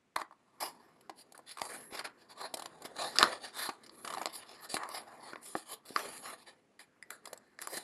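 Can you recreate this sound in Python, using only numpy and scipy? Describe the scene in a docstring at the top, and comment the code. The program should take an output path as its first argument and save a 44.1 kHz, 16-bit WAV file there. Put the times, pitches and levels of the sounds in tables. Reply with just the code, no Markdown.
"""Scissors cut a folded sheet of stiff white card, close by, at a table in a quiet studio.
The blades crunch through in runs of small snaps: fibres fracture, and the freed sheet springs back
in its bending modes with a short hollow pock. Between the cuts the card is turned and slides through
the fingers in short strokes of stick-slip friction, and the blades tick together.
A faint, dull low noise swells and fades over the still air of the room."""
import sys
import numpy as np
from scipy import signal
from scipy.fft import rfft, irfft
from scipy.io import wavfile

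SR = 44100
rng = np.random.default_rng(int(sys.argv[2]) if len(sys.argv) > 2 else 0)


def master_out(mix):
    """Clip the mix to full scale and print it as 16-bit PCM to the path in sys.argv[1]."""
    frames = np.transpose(np.atleast_2d(mix))
    ceiling = np.clip(frames, -1, 1)
    pcm = np.round(ceiling * 32767).astype(np.int16)
    wavfile.write(sys.argv[1], SR, pcm)


N = 345303


def amp(db):
    """Amplitude ratio of a level in decibels."""
    return 10 ** (np.asarray(db) / 20)


def unit(x):
    """Normalisation to an rms of 1."""
    return x / np.sqrt(np.mean(x ** 2) + 1e-20)


def at_level(x, db, span_s=.009):
    """Equal energy: a transient gets the energy of level db held for span_s."""
    return x * amp(db) * np.sqrt(span_s * SR / (np.sum(x ** 2) + 1e-20))


def spectrum_at(points, hz):
    """Interpolation on a logarithmic frequency axis."""
    knots_hz, values = np.transpose(points)
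    return np.interp(np.log(hz + 1), np.log(knots_hz + 1), values)


def add(mix, start_s, sound):
    """Superposition of a sound on the mix."""
    part = mix[max(round(start_s * SR), 0):][:len(sound)]
    part += sound[:len(part)]


def resonance(hz, centre_hz, width_hz):
    """A Lorentzian peak of height 1."""
    return 1 / (1 + (2 * (hz - centre_hz) / width_hz) ** 2)


def coloured_noise(gain, size):
    """Spectral shaping of white noise, at an rms of 1."""
    return unit(irfft(rfft(rng.standard_normal(size)) * gain, size))


def minimum_phase(x, gain):
    """Causal filtering: the phase follows from the log gain by the Hilbert transform."""
    log_response = np.conj(signal.hilbert(np.log(gain + 1e-4)))
    return np.fft.ifft(np.fft.fft(x) * np.exp(log_response)).real


def waver(per_s):
    """Random modulation of rms 1, interpolated between per_s values a second."""
    knots = np.arange(0, N, SR / per_s)
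    return unit(np.interp(np.arange(N), knots, rng.standard_normal(N)[:len(knots)]))


def fibres(size, per_s, spread_db):
    """Shot noise of fibres catching or breaking: many small impulses, a few large."""
    occurs = rng.random(size) < per_s / SR
    strength = rng.standard_normal(size)
    return occurs * strength * amp(spread_db * np.minimum(rng.exponential(1, size), 4))


# Spectrum of the still air. Each row: frequency in Hz, relative level in dB.
AIR_SPECTRUM = [(30, -24.5), (120, -4.5), (280, -1.5), (450, -7.5), (1000, -12), (2500, -16), (4500, -24.5),
                (7000, -24.5), (11000, -32), (15000, -49)]
def air(level_db=-75):
    """Stationary noise: the faint ambient sound of the room."""
    hz = np.fft.rfftfreq(N, 1 / SR)
    return amp(level_db) * coloured_noise(amp(spectrum_at(AIR_SPECTRUM, hz)), N)


# Reflections from the table and the body. Each row: delay in seconds, gain.
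ECHOES = [(.0017, 0.28), (.0031, -0.18), (.0078, 0.072), (0.0107, -.11), (0.011, 0.054)]
# Decay of the studio. Each row: frequency in Hz, time to fall 60 dB in seconds.
STUDIO_T60 = [(150, 0.11), (900, 0.15), (4000, 0.11), (12000, 0.015)]
def studio(x, tail_db, build_s=0.11, size=16384):
    """Reverberation: early reflections, then a short weak tail whose treble is absorbed first."""
    hz, t, noise = signal.stft(rng.standard_normal(size), SR, nperseg=256)
    decay = amp(-60 * t / spectrum_at(STUDIO_T60, hz)[:, None])
    tail = signal.istft(noise * decay * (1 - np.exp(-t / build_s)), SR)[1]
    response = amp(tail_db) * tail / np.linalg.norm(tail)
    for delay, gain in ECHOES:
        add(response, delay, np.array([gain]))
    return x + signal.oaconvolve(x, response)[:N]


# Swells of the low murmur. Each row: time in seconds, level in dB.
MURMUR_LEVELS = [(0.0, -97), (0.5, -82), (0.67, -64.5), (1.59, -77), (1.79, -60.5), (2.22, -69.5),
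                 (3.16, -58), (3.66, -70.5), (4.17, -58.5), (4.51, -72.5), (4.99, -64.5), (5.34, -65.5),
                 (5.76, -77), (6.1, -59), (6.76, -82), (7.24, -68.5), (7.59, -75), (7.83, -66)]
def low_murmur(centre_hz=290, width_hz=240):
    """Amplitude modulation of a noise band: a faint, dull low noise that swells and fades."""
    hz, t = np.fft.rfftfreq(N, 1 / SR), np.arange(N) / SR
    murmur = coloured_noise(resonance(hz, centre_hz, width_hz) * hz / (hz + centre_hz), N)
    return murmur * amp(np.interp(t, *np.transpose(MURMUR_LEVELS)))


# The smooth face of the card glides over skin.
# Each row: start and length in seconds, highest level in dB, pitch in Hz.
SWISHES = [(1.633, 0.34, -57, 10800), (3.911, 0.33, -59.5, 10800), (4.323, .1, -55, 10100),
           (4.603, 0.069, -58.5, 11500), (4.908, .12, -53, 10300), (5.409, 0.15, -56.5, 9800),
           (5.973, 0.4, -57, 10640)]
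def swishes(width_hz=2000, arch=0.85):
    """Very fine slips excite one high resonance, whose amplitude follows the speed of the glide."""
    out, hz = np.zeros(N), np.fft.rfftfreq(SR, 1 / SR)
    for start, length, db, pitch_hz in SWISHES:
        slips = coloured_noise(resonance(hz, pitch_hz, width_hz) ** 2, SR)
        speed = np.abs(np.sin(np.pi * np.arange(0, length, 1 / SR) / length)) ** arch
        add(out, start, amp(db) * speed * slips[:len(speed)])
    return out


# Radiation of the sheet. Each row: frequency in Hz, relative level in dB.
CARD_SPECTRUM = [(40, -28), (150, -28), (320, 3.5), (500, -6), (900, -1), (1900, -0.5), (2900, -4.5),
                 (4900, 0), (6200, -10), (7200, 0.5), (8700, -3.5), (9800, 0.5), (11300, -0.5),
                 (12600, -11), (14400, -17.5), (15800, -34)]
# Narrow resonances of card and blades. Each row: centre and width in Hz, added peak's gain in dB.
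RESONANCES = [(320, 22, 3.5), (396, 21, -14.5), (647, 70, 5), (907, 110, 2.5), (2006, 79, 2),
              (4170, 670, -11), (4900, 200, -13)]
# Edges in Hz of three bands: body, scrape and hiss in a rub; flex, crack and fizz in a snap.
BAND_EDGES_HZ = [35, 1900, 6000, 15500]
def card_bands(hz):
    """Frequency response of the sheet, split into three bands by Butterworth slopes."""
    peaks = sum(amp(db) * resonance(hz, centre, width) for centre, width, db in RESONANCES)
    colour = amp(spectrum_at(CARD_SPECTRUM, hz)) * (1 + peaks)
    return [colour / np.sqrt((1 + (low / (hz + 1)) ** 12) * (1 + (hz / high) ** 12))
            for low, high in zip(BAND_EDGES_HZ, BAND_EDGES_HZ[1:])]


# Faint rustle between the strokes. Each row: time in seconds, level in dB.
RUSTLE = [(0, -101), (.4, -77), (.7, -61.5), (1.1, -71.5), (1.45, -69), (1.9, -64.5), (2.15, -70.5),
          (2.8, -57.5), (3.4, -68.5), (3.8, -66), (4.2, -66.5), (4.45, -59.5), (5.15, -54.5), (5.45, -64.5),
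          (5.8, -71.5), (6.3, -67.5), (6.85, -78), (7.1, -68), (7.83, -73.5)]
# Offsets of that level in dB for the body, scrape and hiss bands.
RUSTLE_BANDS_DB = (-1, -13, -16)
# Strokes of card on skin and steel. Each row: start, attack, hold and release in seconds,
# body, scrape and hiss levels in dB, body and scrape resonances in Hz.
STROKES = [(0.157, 0.0035, 0.058, 0.03, -51, -64, -63.5, 1237, 1970),
           (0.601, 0.0073, 0.054, 0.052, -42, -45.5, -46, 803, 4900),
           (1.155, 0.052, 0.0079, 0.02, -65.5, -59, -57.5, 620, 4760),
           (1.46, 0.04, 0.017, 0.043, -65, -52.5, -54.5, 2040, 4250),
           (1.608, .006, .04, .09, -49, -56.5, -50.5, 1096, 4300),
           (1.667, 0.054, .035, 0.12, -50, -56.5, -53.5, 1700, 2000),
           (1.903, 0.048, 0.044, 0.031, -45.5, -46.5, -52, 1530, 2378),
           (2.04, 0.0057, 0.0087, 0.027, -45, -48, -54.5, 1500, 2158),
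           (2.174, 0.038, 0.0092, 0.045, -66.5, -64.5, -74, 900, 4330),
           (2.281, 0.033, 0.015, 0.012, -59, -59, -65, 890, 4430),
           (2.353, 0.073, 0.034, 0.034, -44, -49, -56, 999, 4365),
           (2.543, 0.0026, .12, .05, -56.5, -67.5, -64, 730, 3920),
           (2.84, 0.015, 0.0059, 0.022, -46, -47.5, -51, 597, 3760),
           (2.943, 0.064, 0.071, .1, -42, -44.5, -50, 1050, 4210),
           (3.185, .022, .038, 0.042, -32, -38.5, -48.5, 1149, 4700),
           (3.229, 0.021, 0.081, 0.069, -43, -46, -54, 515, 1958),
           (3.397, 0.047, 0.016, 0.057, -49.5, -49, -55, 872, 5024),
           (3.523, 0.1, 0.042, 0.062, -43.5, -44.5, -47.5, 1560, 3920),
           (3.849, 0.18, 0.12, .05, -66.5, -69.5, -66.5, 1000, 4390),
           (4.04, 0.0087, 0.18, 0.11, -51.5, -61.5, -59.5, 754, 2885),
           (4.27, .008, .025, .04, -67, -59.5, -67, 900, 4200),
           (4.325, 0.012, .035, .055, -58.5, -53.5, -51.5, 846, 4700),
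           (4.391, .03, .012, 0.014, -56, -54, -63, 1100, 2900),
           (4.46, 0.0062, 0.096, 0.11, -69, -61, -71, 549, 5200),
           (4.617, 0.0067, 0.038, 0.03, -58, -58.5, -61.5, 1440, 4230),
           (4.687, 0.019, 0.057, 0.036, -54, -46, -47, 691, 5190),
           (4.77, 0.019, .06, 0.15, -45.5, -63.5, -68.5, 785, 1990),
           (4.878, 0.073, 0.026, 0.039, -45.5, -47, -53.5, 744, 4860),
           (5.206, 0.042, 0.059, .035, -52, -56.5, -61, 830, 4616),
           (5.416, 0.038, 0.039, 0.069, -62, -58, -51.5, 529, 5370),
           (5.557, 0.0039, 0.013, 0.079, -70.5, -52.5, -50, 867, 4150),
           (5.652, 0.065, 0.019, 0.029, -51, -52, -49, 1010, 3550),
           (5.851, 0.011, 0.12, 0.08, -59, -58, -58.5, 570, 4230),
           (5.953, 0.0082, 0.046, 0.19, -43.5, -48.5, -49.5, 522.6, 2530),
           (6.069, 0.07, 0.035, 0.052, -56, -56.5, -54.5, 1900, 2192),
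           (6.214, 0.044, 0.077, 0.025, -49, -53, -54, 1235, 1960),
           (6.37, 0.015, 0.045, 0.04, -68, -65, -69, 1200, 3895),
           (6.455, 0.028, 0.0042, 0.046, -56.5, -57, -63, 1865, 2080),
           (6.79, 0.0045, 0.0037, 0.041, -56, -52, -54, 1842, 2334),
           (7.101, 0.00294, .032, .05, -55.5, -64, -60, 1500, 4320),
           (7.234, 0.026, 0.086, 0.086, -64.5, -86, -72.5, 1663, 4360),
           (7.592, .033, 0.0092, 0.071, -54, -56, -56, 1400, 5590),
           (7.661, .1, .015, 0.077, -49.5, -51.5, -49, 703, 4000),
           (7.736, .03, .014, .012, -48.5, -46, -46.5, 1500, 5200)]
def handling(hiss_hz=10300, attack_curve=0.94, release_db=-20):
    """Incoherent sources add in power: level and resonance of each band of rubbing over time."""
    t = np.arange(0, N / SR, .001)
    columns = np.transpose(STROKES)
    start, attack, hold, release = columns[:4, :, None]
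    band_gains, pitches_hz = amp(columns[4:7]), columns[7:]
    rise = np.clip((t - start) / attack, 0, 1) ** attack_curve
    envelopes = rise * amp(release_db * np.maximum(t - start - attack - hold, 0) / release)
    rustle = amp(np.interp(t, *np.transpose(RUSTLE)) + np.array(RUSTLE_BANDS_DB)[:, None])
    levels = 10 * np.log10(band_gains ** 2 @ envelopes ** 2 + rustle ** 2)
    strongest = np.argmax(envelopes * band_gains[0][:, None], axis=0)
    body_hz, scrape_hz = pitches_hz[:, strongest]
    return t, levels, (body_hz, scrape_hz, np.full(len(t), hiss_hz))


# Treble dips where the curved sheet radiates poorly. Each row: centre and width in Hz.
DIPS = [(6150, 900), (8400, 900)]
# Their depth as the card is turned. Each row: time in seconds, depth in dB.
DIP_DEPTH = [(.6, 2), (1.5, 9), (1.64, -1), (1.95, 2.5), (2.42, 6.5), (3, -1.5), (3.45, 0), (4.1, 0),
             (4.38, 9.5), (4.72, -2), (4.96, 9.5), (5.48, 0), (5.72, 11), (6, -1), (6.8, 8.5), (7.7, 0.5)]
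def sliding(bend_octaves=0.047, judder_db=2.12, patch_db=3.0, grip_db=1.0,
            grip_widths_hz=(500, 1000, 3000), brighten=(.08, .08, .3), neutral_db=-54, trim_db=.1):
    """Stick-slip friction under a juddering hand drives a sheet whose resonances drift as it bends."""
    times, levels, centres_hz = handling()
    t, out = np.arange(N) / SR, np.zeros(N)
    bend = 2 ** (bend_octaves * waver(per_s=14))
    judder = amp(judder_db * waver(per_s=89))
    smoothing = np.outer(np.hanning(9), np.hanning(21))
    for band, level in enumerate(levels):
        slips = fibres(N, per_s=14000, spread_db=2.5) * judder
        bins_hz, frame_s, spectra = signal.stft(slips, SR, nperseg=512)
        hz = bins_hz[:, None]
        # the timbre flickers in random patches of time and frequency
        patches = unit(signal.fftconvolve(rng.standard_normal(spectra.shape), smoothing, "same"))
        bent_hz = hz * np.interp(frame_s, t, bend)
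        colour = np.interp(bent_hz, bins_hz, card_bands(bins_hz)[band])
        depth_db = np.interp(frame_s, *np.transpose(DIP_DEPTH))
        dips_db = depth_db * sum(resonance(hz, centre, width) for centre, width in DIPS)
        grip_hz = np.interp(frame_s, times, centres_hz[band])
        grip = 1 + amp(grip_db) * resonance(bent_hz, grip_hz, grip_widths_hz[band])
        # harder rubbing makes shorter slips, so the spectrum tilts up
        db_per_octave = brighten[band] * (np.interp(frame_s, times, level) - neutral_db)
        tilt_db = db_per_octave * np.log2(np.maximum(hz, 200))
        gain = colour * grip * amp(patch_db * patches - dips_db + tilt_db)
        rub = signal.istft(spectra * gain / np.linalg.norm(gain, axis=0), SR)[1][:N]
        out += unit(rub) * amp(np.interp(t, times, level) + trim_db)
    return out


# The sheet fans the air as it swings free. Each row: start in seconds, level in dB over 9 ms.
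PUFFS = [(.162, -59), (1.619, -60), (1.925, -62), (3.229, -52), (4.745, -56)]
def puffs(push_s=.0018, size=2048):
    """Pressure follows the acceleration of displaced air: one push and pull is a deep, toneless thud."""
    u, out = np.arange(size) / SR / push_s, np.zeros(N)
    displacement = u ** 3 * np.exp(-u)
    pressure = np.gradient(np.gradient(displacement))
    for start, db in PUFFS:
        add(out, start, at_level(pressure, db))
    return out


# The hand jolts the sheet as it gives way. Each row: start in seconds, level in dB over 9 ms.
THUMPS = [(1.6166, -48), (1.925, -48.5), (2.5418, -48.5), (2.659, -56), (2.851, -46.5), (3.2073, -41),
          (3.2299, -34), (3.243, -37), (3.254, -41), (3.69, -43), (4.046, -51.5), (4.7422, -41.5),
          (5.333, -48.5), (5.5528, -43), (5.906, -44.5), (7.7724, -45.5)]
def thumps(pitch_hz=300, t60_s=0.012, rise_s=0.0035, size=2048):
    """Heavily damped oscillation: the whole sheet swings in the hand with a soft low knock."""
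    t, out = np.arange(size) / SR, np.zeros(N)
    swing = np.sin(2 * np.pi * pitch_hz * t) * amp(-60 * t / t60_s) * (1 - np.exp(-t / rise_s))
    for start, db in THUMPS:
        add(out, start, at_level(np.gradient(swing), db))
    return out


# Modes of the steel. Each row: frequency in Hz, relative level in dB, time to fall 60 dB in seconds.
BLADE_MODES = [(1740, -4, 0.0089), (1990, 6.5, 0.024), (3610, -13.5, 0.011), (4930, -1.5, 0.013),
               (7300, -9.5, 0.018), (8000, -22, 0.069), (9800, 2, 0.0094)]
# Light knocks of blade on blade. Each row: start in seconds, level in dB over 9 ms.
BLADE_TICKS = [(1.0086, -77), (6.7941, -53.5), (7.026, -46), (7.254, -61), (7.589, -52.5)]
def blade_ticks(rise_s=0.00039, size=4096):
    """An impact excites the normal modes of the blades, which the hand soon damps."""
    t, out = np.arange(size) / SR, np.zeros(N)
    for start, db in BLADE_TICKS:
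        phases = 2 * np.pi * rng.random(len(BLADE_MODES))
        ring = sum(amp(level - 60 * t / t60) * np.sin(2 * np.pi * hz * t + phase)
                   for (hz, level, t60), phase in zip(BLADE_MODES, phases))
        add(out, start, at_level(ring * (1 - np.exp(-t / rise_s)), db))
    return out


def creaks(count=14, flex_hz=950, crack_hz=4300, octaves=0.41, tear_s=0.00034, offsets_db=(-5, -3, -2)):
    """Bending stress makes small creaks: snap rows at random times, a little under the rubbing."""
    t, levels, _ = handling()
    moments = (rng.random(count) * len(t)).astype(int)
    pitches = flex_hz * 2 ** (octaves * rng.standard_normal(count))
    return [(t[i], hz, crack_hz, tear_s, *(levels[:, i] + offsets_db))
            for i, hz in zip(moments, pitches)]


# Bites of the blades. Each row: first and last time in seconds, number of snaps,
# first flex, last flex and crack pitches in Hz, flex, crack and fizz levels in dB.
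CRUNCHES = [(0.185, 0.21, 3, 920, 900, 2090, -44, -54.5, -63),
            (1.572, 1.595, 3, 1180, 1060, 2800, -46.5, -53.5, -57),
            (2.571, 2.621, 3, 720, 925, 3920, -45.5, -49.5, -50),
            (4.048, 4.102, 3, 1330, 1137, 2720, -43.5, -47, -52.5)]
def crunches(tear_s=0.002, jitter_s=0.00079, spread_db=1):
    """Stepwise fracture: nearly evenly spaced snap rows whose pitch glides as the cut advances."""
    rows = []
    for first, last, count, first_hz, last_hz, crack_hz, *levels in CRUNCHES:
        for along in np.linspace(0, 1, round(count)):
            scatter = rng.standard_normal(4)
            start = first + along * (last - first) + jitter_s * scatter[0]
            flex_hz = first_hz + along * (last_hz - first_hz)
            rows.append((start, flex_hz, crack_hz, tear_s, *(levels + spread_db * scatter[1:])))
    return rows


def tearing_fibres(t, tear_s, brittle_s=0.00049, break_gain=2.4):
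    """Fracture of a fibre bundle: the quicker the tear, the more of it is one clean first break."""
    u = t / tear_s
    swell = fibres(len(u), per_s=40000, spread_db=0.6) * (1 - np.exp(-1.5 * u)) * np.exp(-.5 * u)
    impulse = signal.unit_impulse(len(u), np.argmax(u > .5))
    first_break = break_gain * np.exp(-tear_s / brittle_s) * impulse
    return swell / (np.linalg.norm(swell) + 1e-12) + first_break


def spot_colour(hz, spacing_hz=450, ripple_db=4.5):
    """The point of excitation weights the sheet's modes: a random ripple over frequency."""
    knots_hz = np.arange(0, SR / 2, spacing_hz)
    return amp(ripple_db * np.interp(hz, knots_hz, rng.standard_normal(len(knots_hz))))


# Bending modes of the held sheet. Each row: multiple of the flex pitch,
# relative level of the motion in dB, time to fall 60 dB in seconds.
FLEX_MODES = [(0.358, -5, 0.025), (0.538, -9, 0.018), (0.781, -4.5, 0.033), (1.009, 15, 0.01),
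              (1.33, -9.5, .011), (1.748, -20, .009)]
# Single snaps of the card. Each row: start in seconds, flex and crack pitches in Hz,
# tearing time in seconds, flex, crack and fizz levels in dB over 9 ms.
SNAPS = [(.1598, 1270, 3800, .0016, -40, -46, -46), (.1625, 933, 1960, 0.00081, -29, -37, -47.5),
         (.2168, 866, 2090, 0.00071, -38, -50.5, -58), (.3099, 870, 2080, 0.0014, -54, -80, -82),
         (.324, 960, 2100, 0.0016, -55.5, -76, -80), (.6275, 820, 2050, 0.0022, -35.5, -63, -58),
         (1.0086, 665, 2160, 0.0017, -68, -67.5, -67), (1.0955, 756, 2100, 0.0015, -41, -53, -60),
         (1.3217, 740, 4570, 0.0013, -59, -62, -57), (1.3469, 1390, 2100, 0.0053, -53.5, -65, -62),
         (1.3774, 800, 4500, 0.00069, -58, -65, -55.5), (1.3913, 650, 2080, 0.0022, -52, -76, -70),
         (1.6167, 866, 2040, 0.00084, -34, -39, -46), (1.9916, 1420, 4350, 0.002, -41, -40.5, -50),
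         (2.0105, 900, 2100, 0.00066, -45.5, -58, -68), (2.0735, 1090, 2200, .0006, -52, -57, -69),
         (2.5395, 696, 4160, 0.0023, -40, -41, -40.5), (2.658, 1000, 4300, 0.00083, -45, -47.5, -50),
         (2.8194, 728, 4000, 0.0024, -52, -56.5, -54), (3.1567, 1330, 4074, 0.0043, -39.5, -41, -46.5),
         (3.169, 1400, 2090, 0.00059, -38, -52, -62), (3.1858, 1400, 5300, 0.00043, -35.5, -22, -34.5),
         (3.1938, 750, 4300, 0.00083, -35, -36, -44), (3.2075, 1390, 4700, .0005, -36, -42, -50),
         (3.2123, 1470, 2100, 0.00035, -31.5, -46, -49), (3.2283, 1360, 4200, 0.00047, -19, -21.5, -34),
         (3.2305, 790, 2100, 0.00077, -26.5, -37, -45), (3.2392, 1100, 4300, .001, -32, -45, -52),
         (3.6904, 823, 2190, 0.0026, -34.5, -42.5, -56), (3.8337, 856, 4240, 0.0047, -65, -58, -60.5),
         (3.8615, 1310, 4730, 0.0029, -65, -56, -63), (3.894, 1040, 4420, 0.0011, -59.5, -54.5, -79),
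         (4.125, 900, 4000, .0012, -43.5, -52, -58), (4.137, 1190, 4000, 0.0018, -40.5, -50, -51),
         (4.147, 1000, 3900, .0015, -41, -50, -58), (4.172, 790, 2100, 0.00089, -38.5, -52, -65),
         (4.181, 775, 2100, 0.0014, -39.5, -49, -55), (4.2148, 754, 2100, 0.0023, -35, -49, -49.5),
         (4.2303, 705, 2100, 0.00096, -54, -53, -59), (4.2577, 920, 4270, 0.00032, -36, -37, -42),
         (4.2695, 680, 4600, 0.0016, -39.5, -47, -62), (4.7424, 697, 5160, 0.0009, -35.5, -38, -38),
         (4.7672, 1400, 2100, 0.00098, -36, -39, -50), (4.833, 1150, 2100, 0.0014, -41, -49.5, -57),
         (4.8895, 744, 2080, 0.00067, -47, -62, -48.5), (5.3327, 1360, 2100, 0.0012, -43.5, -55, -71),
         (5.358, 900, 2120, 0.0006, -45.5, -54, -86), (5.5528, 656, 2100, 0.00079, -30.5, -54, -69),
         (5.962, 1194, 2270, 0.00049, -26.5, -36, -66), (7.1043, 1440, 2100, 0.0011, -45.5, -49, -46),
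         (7.255, 1230, 2070, 0.0014, -53.5, -50, -49.5), (7.2732, 840, 4700, 0.0019, -49, -54, -55.5),
         (7.33, 523, 2100, 0.0013, -44.5, -51, -48.5), (7.3756, 800, 5750, 0.00074, -64.5, -63, -57.5),
         (7.589, 1700, 2060, 0.00079, -50, -49, -67.5), (7.6157, 1680, 4540, 0.0015, -53, -51.5, -45),
         (7.6225, 1430, 2080, .0007, -51, -53, -46), (7.6727, 1155, 2180, 0.00051, -41, -54, -42),
         (7.7712, 800, 4780, 0.00085, -57, -49, -43.5)]
def snaps(rows, ragged=0.85, hollow_db=15.0, hollow_width_hz=700, focus_db=2.0, focus_width_hz=1600,
          fall=0.74, size=2048):
    """Fracture releases elastic energy: fibres tear, and the freed sheet rings in its bending modes."""
    t, out = np.arange(size) / SR, np.zeros(N)
    hz = np.abs(np.fft.fftfreq(size, 1 / SR))
    flex_band, crack_band, fizz_band = card_bands(hz)
    fizz_octaves = np.log2(np.maximum(hz / BAND_EDGES_HZ[2], 1))
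    for start, flex_hz, crack_hz, tear_s, flex_db, crack_db, fizz_db in rows:
        flex_tear, crack_tear, fizz_tear = [tearing_fibres(t, tear_s) for _ in range(3)]
        let_go = 1 - np.exp(-t / tear_s)
        ring = sum(amp(db - 60 * t / t60) * np.sin(2 * np.pi * flex_hz * ratio * t)
                   for ratio, db, t60 in FLEX_MODES)
        # the tearing rings most near the pitch of the flap that it frees
        hollow = flex_band * (1 + amp(hollow_db) * resonance(hz, flex_hz, hollow_width_hz))
        spot = spot_colour(hz)
        focus = 1 + amp(focus_db) * resonance(hz, crack_hz, focus_width_hz)
        # where the crack outweighs the fizz, the top octave falls away steeply
        db_per_octave = fall * np.clip(fizz_db - crack_db, -15, 3)
        # the air follows the sheet's change of motion, so a flex has little deep bass
        flex = unit(np.gradient(ring * let_go)) + ragged * unit(minimum_phase(flex_tear, hollow))
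        crack = minimum_phase(crack_tear, crack_band * np.sqrt(spot) * focus)
        fizz = minimum_phase(fizz_tear, fizz_band * spot * amp(db_per_octave * fizz_octaves))
        add(out, start, at_level(flex, flex_db) + at_level(crack, crack_db) + at_level(fizz, fizz_db))
    return out


def scene():
    """Superposition of rubbing and cutting, each with weak reverberation, over the air of the room."""
    rubbing = studio(sliding() + swishes() + low_murmur(), tail_db=-19)
    ambience = air()
    cutting = blade_ticks() + snaps(SNAPS + creaks() + crunches()) + thumps() + puffs()
    return (ambience + rubbing + studio(cutting, tail_db=-22.5))[None]


def record(dry):
    """Band limiting: a linear-phase low-pass filter at 15.9 kHz."""
    low_pass = signal.firwin(255, 15900, window=("kaiser", 8), fs=SR)
    return signal.oaconvolve(dry, low_pass[None], "same")


dry = scene()
out = record(dry)
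master_out(out)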